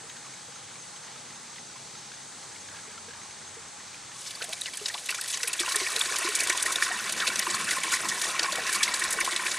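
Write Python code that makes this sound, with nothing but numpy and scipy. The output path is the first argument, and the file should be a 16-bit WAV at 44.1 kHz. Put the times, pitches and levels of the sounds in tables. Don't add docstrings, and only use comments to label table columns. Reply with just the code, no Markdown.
import sys
import numpy as np
from scipy import signal
from scipy.fft import rfft, irfft, next_fast_len
from scipy.io import wavfile

SR = 44100
rng = np.random.default_rng(int(sys.argv[2]) if len(sys.argv) > 2 else 0)


def digitize_waveform(pressure):
    field = np.atleast_2d(pressure).T
    bounded = np.clip(field, -1, 1)
    quanta = np.round(bounded * 32767).astype(np.int16)
    wavfile.write(sys.argv[1], SR, quanta)


N = 422478

# (t/s, nominal peak level/dB, brightness/dB per octave, t60/s)
LOUD_SPITS = [(4.2561, -26, -1, 0.074), (4.306, -18.5, -2.5, 0.02), (4.3516, -28, 5, 0.027),
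              (4.418, -17, -6.5, 0.031), (4.526, -17, -2, 0.023), (4.61, -20, 5, 0.021),
              (4.6556, -18.5, -4.5, 0.03), (4.77, -15.5, 2, 0.019), (4.8576, -12.5, -4, 0.025),
              (4.88, -14, -4, 0.027), (5.086, -15, -5, 0.036), (5.142, -12.5, -3, 0.023),
              (5.211, -12, 2, 0.019), (5.275, -19.5, 7, 0.039), (5.297, -20.5, 3, 0.067),
              (5.324, -19, 0, 0.025), (5.3706, -15, 1, 0.021), (5.429, -9.5, -2.5, 0.023),
              (5.471, -13.5, 10, 0.031), (5.5283, -13, 0.5, 0.033), (5.5926, -10.5, -1, 0.052),
              (5.238, -24, -5, 0.03), (5.257, -23, -4, 0.018), (4.734, -21.5, -6, 0.026),
              (5.6827, -24, -6, 0.035), (5.717, -17, 5, 0.048), (5.7572, -7.5, 5, 0.017),
              (5.7895, -26, -8, 0.13), (5.9584, -6, -2, 0.018), (5.9916, -14, 8, 0.019),
              (6.0106, -31, 9, 0.019), (6.055, -16.5, -5.5, 0.042), (6.158, -10, -2, 0.025),
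              (6.1837, -22.5, 17, 0.02), (6.284, -13, 4, 0.014), (6.348, -10.5, 2.5, 0.048),
              (6.3867, -14, 2, 0.039), (6.403, -9, 2.5, 0.016), (6.433, -19, 8, 0.026),
              (6.47, -9, -1, 0.017), (6.496, -3.5, -4, 0.019), (6.5246, -19, -4, 0.026),
              (6.5716, -12.5, 1, 0.028), (6.5963, -16, -2, 0.034), (6.62, -12.5, 6, 0.032),
              (6.653, -17.5, 4, 0.059), (6.717, -13, 0, 0.051), (6.7572, -6.5, -2, 0.014),
              (6.815, -13.5, -1, 0.1), (6.9694, -23, -4, 0.015), (7.092, -14, -5, 0.021),
              (7.121, -14, 5, 0.028), (7.1989, -15.5, -9.5, 0.024), (7.2654, -9.5, -5, 0.055),
              (7.2775, -16.5, 3.5, 0.024), (7.357, -8, -3, 0.016), (7.3924, -5, 2, 0.016),
              (7.4209, -20, -8.5, 0.038), (7.5, -16.5, -4, 0.034), (7.5453, -17, 12, 0.016),
              (7.643, -29, 13, 0.024), (7.687, -20, -11, 0.022), (7.7055, -9, -2.5, 0.035),
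              (7.7814, -18.5, -9.5, 0.01), (7.833, -11.5, -1, 0.025), (7.914, -17, 6, 0.061),
              (7.931, -14.5, 0.5, 0.065), (8.084, -11.5, -1, 0.049), (8.188, -19, 0, 0.038),
              (8.214, -9.5, 1.5, 0.022), (8.3912, -8.5, -6, 0.023), (8.427, -13, -3, 0.022),
              (8.52, -14, 1, 0.029), (8.5547, -10, -2, 0.016), (8.6586, -16.5, -4, 0.11),
              (8.691, -19, -1, 0.047), (8.725, -16.5, 9, 0.035), (8.741, -13.5, 3, 0.059),
              (8.8265, -5.5, 0, 0.039), (8.937, -10, 2, 0.041), (8.9894, -16, 4, 0.044),
              (9.035, -12, 1, 0.028), (9.104, -13, 4, 0.027), (9.125, -15, 7, 0.03),
              (9.2023, -10, 4, 0.022), (9.2424, -13, 1, 0.034), (9.3031, -21, -3, 0.073),
              (9.36, -11, -4, 0.022), (9.464, -19, -8, 0.024), (9.481, -24, -4, 0.018),
              (9.5116, -14, 1, 0.032), (4.2113, -31, 5, 0.033), (4.4403, -15, 4, 0.021),
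              (4.4872, -24, 2, 0.019), (4.936, -21, -7, 0.041), (4.9764, -27, -9.5, 0.021),
              (5.057, -20, 5, 0.024), (5.1025, -12, -2, 0.032), (5.3344, -18.5, -7, 0.043)]
# (t/s, peak level before the tone gain/dB, starting f/Hz)
LOUD_BUBBLES = [(4.351, -13, 4430), (4.4178, -11, 4300), (4.315, -35, 2270), (4.527, -17, 3140),
                (4.529, -24, 2200), (4.567, -29, 2280), (4.6167, -10, 3760), (4.657, -16, 2780),
                (4.746, -21, 3100), (4.796, -24, 2740), (4.8586, -14, 4200), (4.899, -18, 1790),
                (4.978, -17, 2880), (5.092, -8.5, 2580), (5.112, -16, 2600), (5.1447, -21, 2350),
                (5.175, -23, 2320), (5.221, -24.5, 1800), (5.124, -21, 1430), (5.335, -17.5, 2950),
                (5.3714, -24, 1950), (5.4013, -20, 1820), (5.432, -19, 2590), (5.477, -12, 2430),
                (5.495, -16.5, 2500), (5.537, -16, 2630), (5.55, -24, 2340), (5.5769, -24, 4500),
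                (5.5922, -7, 3350), (5.6323, -18, 1540), (5.661, -14, 2700), (5.677, -20, 990),
                (5.7448, -12.5, 1750), (5.8004, -15, 2180), (5.865, -13.5, 2350), (5.9935, -22, 3780),
                (6.0114, -1, 3420), (6.0588, -26, 2320), (6.1616, -29, 2270), (6.223, -17, 1900),
                (6.2479, -19, 3750), (6.3098, -17, 3900), (6.3987, -13, 2440), (6.471, -31, 1880),
                (6.498, -10.5, 1880), (6.6196, -23, 1790), (6.661, -6, 1835), (6.757, -4, 3580),
                (6.7827, -18, 1470), (6.822, -4.5, 1740), (6.9139, -12, 1790), (7.267, -16, 2620),
                (7.394, -18, 1890), (7.4697, -17, 1140), (7.5426, -7, 4300), (7.5664, -24, 1160),
                (7.8338, -13, 2200), (7.939, -10.5, 1950), (8.0526, -17, 1028), (8.265, -25, 1080),
                (8.289, -25, 1055), (8.392, -14, 1950), (8.441, -16, 1063), (8.6719, -15, 1880),
                (8.692, -9, 1690), (8.819, -16, 1680), (8.8775, -8.5, 2080), (9.186, -14, 1480),
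                (9.2088, -9, 2180), (9.275, -12.5, 1033), (9.3274, -12.5, 1930), (9.3933, -15, 2220),
                (9.4807, -15, 1670)]
STEADY_DRAW_S = 6


def siphon():
    # (t/s, spray level/dB, pipe level/dB)
    draw = [(4.2, -41.5, -61), (4.46, -43.5, -47.5), (4.88, -40, -82), (5.51, -37, -38.5),
            (5.93, -30, -31.5), (6.62, -35.5, -33.5), (6.97, -34.5, -31.5), (7.81, -33, -31.5),
            (8.46, -34.5, -31), (8.58, -34, -28.5), (9.58, -33, -32)]
    # (f/Hz, side minus mid level/dB)
    copy_side = [(60, -17), (500, -24), (1200, -76), (15000, -39)]
    spray_db, pipe_db = level_curves(draw)
    shared = surges(per_s=70, spread_db=3.0, t60=.06, rise_s=.004)
    mid = spray(spray_db, shared) + pipe(pipe_db, shared)
    mid += bubbles(pipe_db) + low_plops() + clusters() + slides()
    mid += churn(pipe_db) + deep_churn()
    delayed = np.roll(mid, 310)
    delayed_copy = filtered(delayed, lambda hz: at_hz(copy_side, hz))
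    return mid + delayed_copy * [[1], [-1]]


def spray(spray_db, shared):
    # (f/Hz, level/dB per Hz)
    spray_colour = [(410, 11.5), (700, -3), (907, -33), (1030, 1), (1240, -18), (1850, -9.5), (3110, -7),
                    (3630, -3), (8880, 0), (11500, -9.5), (15500, -31.5)]
    pivot_hz = 5500
    crest_db = 14.5
    small_over_db, small_tilt_db = 12, 5.5
    latest_s = .005

    fine = fizz(4000, 1500, 12000, cycles=45, spread_db=2.5)
    wet = .55 * rng.standard_normal(N) + .75 * fine
    small = [(s, db, small_tilt_db * (1 - 2 * tilt), 0.022 + 0.13 * long)
             for s, db, tilt, long in scattered(count=16, level_db=spray_db, over_db=small_over_db)]
    spits = [*LOUD_SPITS, *small]
    chance = rng.standard_normal((len(spits), 7, 2))
    edges, out = np.geomspace(600, 17000, num=8), 0
    for k, (low, high) in enumerate(zip(edges, edges[1:])):
        own = surges(70, 2.5, .04, .007)
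        loud = amp(spray_db - 1.5) * (.55 + .25 * shared + .35 * own)
        octaves = np.log2(np.sqrt(low * high) / pivot_hz)
        low_loss_db = 8 * max(-1.5 - octaves, 0)
        for (s, db, tilt_db, t60), (luck, late) in zip(spits, chance[:, k]):
            band_db = db - crest_db + tilt_db * octaves + 2.5 * luck - low_loss_db
            start_s = s - .001 + latest_s * abs(late) / 2
            add(loud, start_s, burst(band_db, t60, rise_s=0.1 * t60))
        band = signal.sosfilt(signal.butter(2, [low, high], "band", fs=SR, output="sos"), wet)
        out = out + loud * band * (-1) ** k
    pivot_db = at_hz(spray_colour, pivot_hz)
    return filtered(out, lambda hz: at_hz(spray_colour, hz) - pivot_db)


def pipe(pipe_db, shared):
    # (f/Hz, width/Hz, level/dB)
    pipe_modes = [(350, 54, -4.5), (1059, 90, 0.5), (1460, 210, -2), (1880, 150, 2.5), (2280, 51, 4.5),
                  (2630, 300, -4), (3700, 100, -5.5)]
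    stir_db = -20.5
    loud = amp(pipe_db) * (0.75 + 0.35 * shared)
    for s, db, hz in LOUD_BUBBLES:
        reach_db = -30 * max(np.log2(hz / 2400), 0)
        add(loud, s, burst(db + stir_db + reach_db, t60=0.052, rise_s=0.0013))
    small = fizz(500, 900, 3500, cycles=35, spread_db=3.5)
    breath = (.75 * rng.standard_normal(N) + .4 * small) * loud
    out = 0
    for k, (hz, width, db) in enumerate(pipe_modes):
        swell = 0.27 + 0.17 * surges(60, 3.4, 0.11, 0.0083) + 0.12 * surges(19, 1.0, 0.13, 0.018)
        mode = amp(db) * resonance(breath * swell, hz, width)
        out = out + mode * (-1) ** k
    norm = np.sqrt(sum(amp(2 * db) * np.pi * width / SR for hz, width, db in pipe_modes))
    return out / norm


def bubbles(pipe_db):
    small = [(s, db, 1000 * 3 ** pitch, 24)
             for s, db, pitch, _ in scattered(count=600, level_db=pipe_db, over_db=3.5)]
    loud = [(*row, 45) for row in LOUD_BUBBLES]
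    tones = blips(loud + small, rise_s=.0015, glide=.08, gain_db=-4)
    return tones * (.85 + .35 * narrow(220, 300))


def low_plops():
    # (t/s, peak level before the tone gain/dB, starting f/Hz)
    plops = [(0.037, -50, 454), (0.482, -50, 480), (2.873, -48, 432), (3.081, -46, 474),
             (3.567, -45.5, 458), (4.439, -39.5, 700), (4.532, -44, 690), (4.814, -38.5, 413),
             (5.439, -40.5, 470), (5.605, -36, 350), (5.759, -37.5, 412), (5.816, -35, 374),
             (5.969, -38, 446), (6.113, -39, 425), (6.214, -36, 667), (6.248, -33, 350), (6.285, -34, 414),
             (6.495, -36, 354), (6.906, -31, 735), (7.476, -35.5, 350), (8.045, -41, 337),
             (8.405, -43, 326), (8.525, -35, 606), (9.17, -39, 437)]
    return blips([(*row, 34) for row in plops], rise_s=0.0016, glide=0.023, gain_db=4.5)


def clusters():
    under_db, spread_s, low_hz, octaves = -15.5, 0.022, 1406, 1.5
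    chance = rng.random((len(LOUD_SPITS), 5, 3))
    shed = [(s + spread_s * late, db + under_db - 8 * size, low_hz * 2 ** (octaves * pitch), 38)
            for (s, db, *_), five in zip(LOUD_SPITS, chance) for late, size, pitch in five]
    return blips(shed, rise_s=0.00099, glide=0.1, gain_db=-3.5)


def slides():
    # (t/s, peak level before the flutter/dB, first f/Hz, last f/Hz, length/s)
    gurgles = [(4.406, -31.5, 1433, 1605, 0.022), (4.481, -39, 605, 666, 0.041),
               (4.671, -32, 2130, 1830, 0.023), (4.937, -33.5, 594, 1300, 0.032),
               (5.182, -30, 1140, 1860, 0.0214), (7.199, -26, 1920, 990, 0.06)]
    out = np.zeros(N)
    for s, db, first_hz, last_hz, length in gurgles:
        x = np.linspace(0, 1, int(length * SR))
        turns = length * (first_hz * x + (last_hz - first_hz) * x * x / 2)
        add(out, s, amp(db) * np.sin(np.pi * x) * np.sin(2 * np.pi * turns))
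    return out * (.7 + .35 * narrow(170, 200))


def churn(pipe_db):
    # (f/Hz, level/dB per Hz)
    churn_colour = [(150, -11), (280, -6), (450, 2), (800, 2.5), (1200, -30)]
    full_db, follows = -45, 0.79
    churn_db = full_db + follows * (pipe_db - pipe_db.max())
    surge = 0.29 + 0.5 * surges(40, 5.6, 0.063, 0.0058)
    return amp(churn_db) * surge * coloured(churn_colour)


def deep_churn():
    start_s, attack_s, start_db, sag_db_per_s = 6.87, 0.16, -50, 4
    since = np.arange(N) / SR - start_s
    level = np.clip(since / attack_s, 0, 1) * amp(start_db - sag_db_per_s * since)
    surge = 0.48 + .5 * surges(20, 4.4, 0.13, 0.01)
    return level * surge * (narrow(199, 82) + 0.27 * narrow(120, 56))


def garden():
    # (f/Hz, level/dB per Hz)
    air_colour = [(25, -33), (70, -18), (110, -5), (200, -11.5), (280, -7.5), (470, -5.5), (570, -7),
                  (820, -5.5), (1300, -5), (2100, -6.5), (2700, -8.5), (3700, -5.5), (5100, -6.5),
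                  (5600, -6), (6700, -6.5), (7250, -7.5), (8100, -4), (8650, -12), (9400, -8.5),
                  (10300, -24.5), (15000, -41)]
    # (f/Hz, side minus mid level/dB)
    air_side = [(60, -8), (110, -10.5), (200, -4), (380, -5.5), (700, -4), (1290, -16.5), (2380, -14.5),
                (4400, -14), (8120, 4), (15000, -12)]
    # (f/Hz, left minus right level/dB)
    balance = [(200, 0), (1290, -2.5), (8120, 2)]
    bed_db = -46.5
    width_closes_s, width_drop_db, split_hz = 5.16, -23.5, 1100

    mid = swelling(coloured(air_colour)) + trickle()
    side = filtered(coloured(air_colour), lambda hz: at_hz(air_side, hz))
    low = signal.sosfilt(signal.butter(4, split_hz, fs=SR, output="sos"), side)
    high = signal.sosfilt(signal.butter(4, split_hz, "high", fs=SR, output="sos"), side)
    side = low + high * amp(slow_step(width_drop_db, width_closes_s, 0.38))
    left = filtered(mid + side, lambda hz: at_hz(balance, hz) / 2)
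    right = filtered(mid - side, lambda hz: -at_hz(balance, hz) / 2)
    centre = drips() + cricket() + whines() + hums() + drone() + rumble()
    return amp(bed_db) * np.array([left, right]) + centre


def trickle():
    # (t/s, level against the air before surges/dB)
    trickle_swells = [(0, -7), (1.1, -12.5), (2.1, -14), (2.8, -5), (3.8, -12)]
    bubbling = fizz(1300, 900, 2500, cycles=50, spread_db=2.5)
    return amp(level_curves(trickle_swells)[0]) * bubbling * (0.55 + 0.38 * surges(4.0, 1.5, 0.28, 0.03))


def swelling(x):
    edges, out = np.geomspace(20, 18000, num=14), 0
    for low, high in zip(edges, edges[1:]):
        slow_db = np.interp(np.arange(N), np.linspace(0, N, num=60), rng.standard_normal(60))
        band = filtered(x, lambda hz: np.where((hz >= low) & (hz < high), 0, -200))
        out = out + amp(slow_db) * band
    return out


def drips():
    # (t/s, peak level before the tone gain/dB, starting f/Hz)
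    clear_drops = [(0.095, -38, 3700), (0.9612, -40, 3140), (1.8497, -50, 2007), (1.95, -43, 1324),
                   (3.5553, -44, 1970), (3.9424, -39, 2370), (0.5585, -43, 1330), (1.158, -45, 1280),
                   (1.5574, -36, 3210), (1.5812, -39, 1965), (2.5601, -40, 2180), (2.746, -41, 1630),
                   (2.685, -41, 1640), (2.765, -46, 1620), (2.7856, -41, 1610), (2.908, -44, 1640),
                   (3.085, -42, 1610), (3.135, -42, 1660), (2.9766, -40, 1340), (3.1068, -41, 1620),
                   (3.3079, -42, 2190), (4.1574, -43, 1100)]
    faint = [(9 * s, -42.5 - 6 * size, 1000 * 2.4 ** pitch) for s, size, pitch in rng.random((90, 3))]
    drops = [*clear_drops, *faint]
    tones = blips([(*row, 45) for row in drops], rise_s=0.0019, glide=0.031, gain_db=5.0)
    return tones + splashes(drops)


def splashes(drops):
    loud = np.zeros(N)
    for s, db, hz in drops:
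        add(loud, s, burst(db - 6, t60=.03, rise_s=0.0015))
    return loud * narrow(2600, 3700)


def cricket():
    hz, width_hz, level_db = 6410, 150, -58.5
    chirps_per_s, first_chirp_s, sharpness = 12.75, 0.023, 1.9
    turn = np.pi * chirps_per_s * (np.arange(N) / SR - first_chirp_s)
    strength = amp(1.5 * rng.standard_normal(140))[(turn / np.pi + .5).astype(int)]
    chirps = strength * np.abs(np.cos(turn)) ** sharpness
    return amp(level_db) * (0.83 + chirps) * narrow(hz, width_hz)


def whines():
    # (f/Hz, width/Hz, level/dB)
    faint_whines = [(827, 56, -62.5), (1640, 56, -77), (4170, 110, -67), (4700, 90, -64), (7880, 600, -65)]
    return sum(amp(db) * narrow(hz, width) for hz, width, db in faint_whines)


def hums():
    # (start t/s, end t/s, first f/Hz, last f/Hz, sine level/dB)
    low_hums = [(0, 2.55, 132, 133.5, -66.5), (1.05, 2.02, 239, 233, -67.5), (2.55, 3.75, 96, 86, -65.5),
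                (2.8, 3.38, 228, 217.6, -66.5)]
    fade_s, roughness = .08, 0.19
    t, out = np.arange(N) / SR, 0
    for start, end, first_hz, last_hz, db in low_hums:
        gate = np.clip(np.minimum(t - start, end - t) / fade_s + .5, 0, 1)
        phase = 2 * np.pi * np.cumsum(np.interp(t, [start, end], [first_hz, last_hz])) / SR
        rough = roughness * narrow((first_hz + last_hz) / 2, 25)
        out = out + amp(db) * gate * (np.sqrt(2) * np.sin(phase) + rough)
    return out


def drone():
    # (f/Hz, width/Hz, level before it sinks/dB)
    low_bands = [(96, 40, -74), (155, 110, -62.5), (224, 160, -69.5)]
    return amp(slow_step(-7.5, 4.6, 0.21)) * sum(amp(db) * narrow(hz, width) for hz, width, db in low_bands)


def rumble():
    start_db, end_db = -88, -77
    return amp(start_db + slow_step(end_db - start_db, 2.5, 0.99)) * narrow(44, 24.4)


def amp(db):
    return 10 ** (np.asarray(db) / 20)


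def rms_one(x):
    return x / np.sqrt(np.mean(x ** 2) + 1e-20)


def level_curves(rows):
    s, *columns = np.transpose(rows)
    return [np.interp(np.arange(N) / SR, [s[0] - .2, *s], [c[0] - 40, *c]) for c in columns]


def slow_step(size_db, middle_s, slope_s):
    return size_db / (1 + np.exp((middle_s - np.arange(N) / SR) / slope_s))


def at_hz(points, hz):
    return np.interp(np.log(hz), np.log(np.array(points)[:, 0]), np.array(points)[:, 1])


def filtered(x, gain_db_at):
    size = next_fast_len(N)
    gain = amp(gain_db_at(np.maximum(np.arange(size // 2 + 1) * SR / size, 1)))
    return irfft(rfft(x, size) * gain, size)[..., :N]


def coloured(spectrum):
    return rms_one(filtered(rng.standard_normal(N), lambda hz: at_hz(spectrum, hz)))


def resonance(x, hz, width_hz):
    r = np.exp(-np.pi * width_hz / SR)
    poles = [1, -2 * r * np.cos(2 * np.pi * hz / SR), r * r]
    return signal.lfilter([(1 - r * r) / 2, 0, (r * r - 1) / 2], poles, x)


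def narrow(hz, width_hz):
    return rms_one(resonance(resonance(rng.standard_normal(N), hz, width_hz), hz, width_hz))


def surges(per_s, spread_db, t60, rise_s):
    born = (rng.random(N) < per_s / SR) * amp(spread_db * np.minimum(rng.exponential(1, N), 3))
    fall, rise = amp(-60 / (t60 * SR)), np.exp(-1 / (rise_s * SR))
    return rms_one(signal.lfilter([1], np.convolve([1, -fall], [1, -rise]), born + 1e-18))


def burst(db, t60, rise_s):
    t = np.arange(SR // 8) / SR
    shape = (1 - np.exp(-t / rise_s)) ** 2 * amp(-60 * t / max(t60, .008))
    return amp(db) * shape / shape.max()


def add(out, s, piece):
    i = max(round(s * SR), 0)
    out[i:i + len(piece)] += piece[:N - i]


def blips(events, rise_s, glide, gain_db):
    out = np.zeros(N)
    for (s, db, hz, cycles), phase in zip(events, rng.random((len(events), 1))):
        t = np.arange(int(SR * cycles / hz)) / SR
        age = t * hz / cycles
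        shape = (1 - np.exp(-t / rise_s)) * amp(db + gain_db - 60 * age ** 1.13)
        add(out, s, shape * np.sin(2 * np.pi * (phase + hz * t * (1 + glide * age))))
    return out


def fizz(per_s, low_hz, high_hz, cycles, spread_db):
    strength = amp(spread_db * np.minimum(rng.exponential(1, N), 4))
    clicks = (rng.random(N) < per_s / SR) * strength * rng.choice([-1, 1], N)
    dealt, out = rng.integers(0, 16, N), 0
    for k, hz in enumerate(np.geomspace(low_hz, high_hz, num=16)):
        width_hz = np.log(1000) / np.pi * hz / cycles
        out = out + resonance(clicks * (dealt == k) + 1e-18, hz, width_hz) / np.sqrt(hz)
    return rms_one(out)


def scattered(count, level_db, over_db):
    when, size, *spare = rng.random((count, 4)).T
    s = STEADY_DRAW_S + when * (N / SR - STEADY_DRAW_S - .05)
    return zip(s, level_db[(s * SR).astype(int)] + over_db - 9 * size, *spare)


def scene():
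    return siphon() + garden()


def record(dry):
    return signal.sosfilt(signal.cheby2(24, 60, 15950, fs=SR, output="sos"), dry)


dry = scene()
out = record(dry)
digitize_waveform(out)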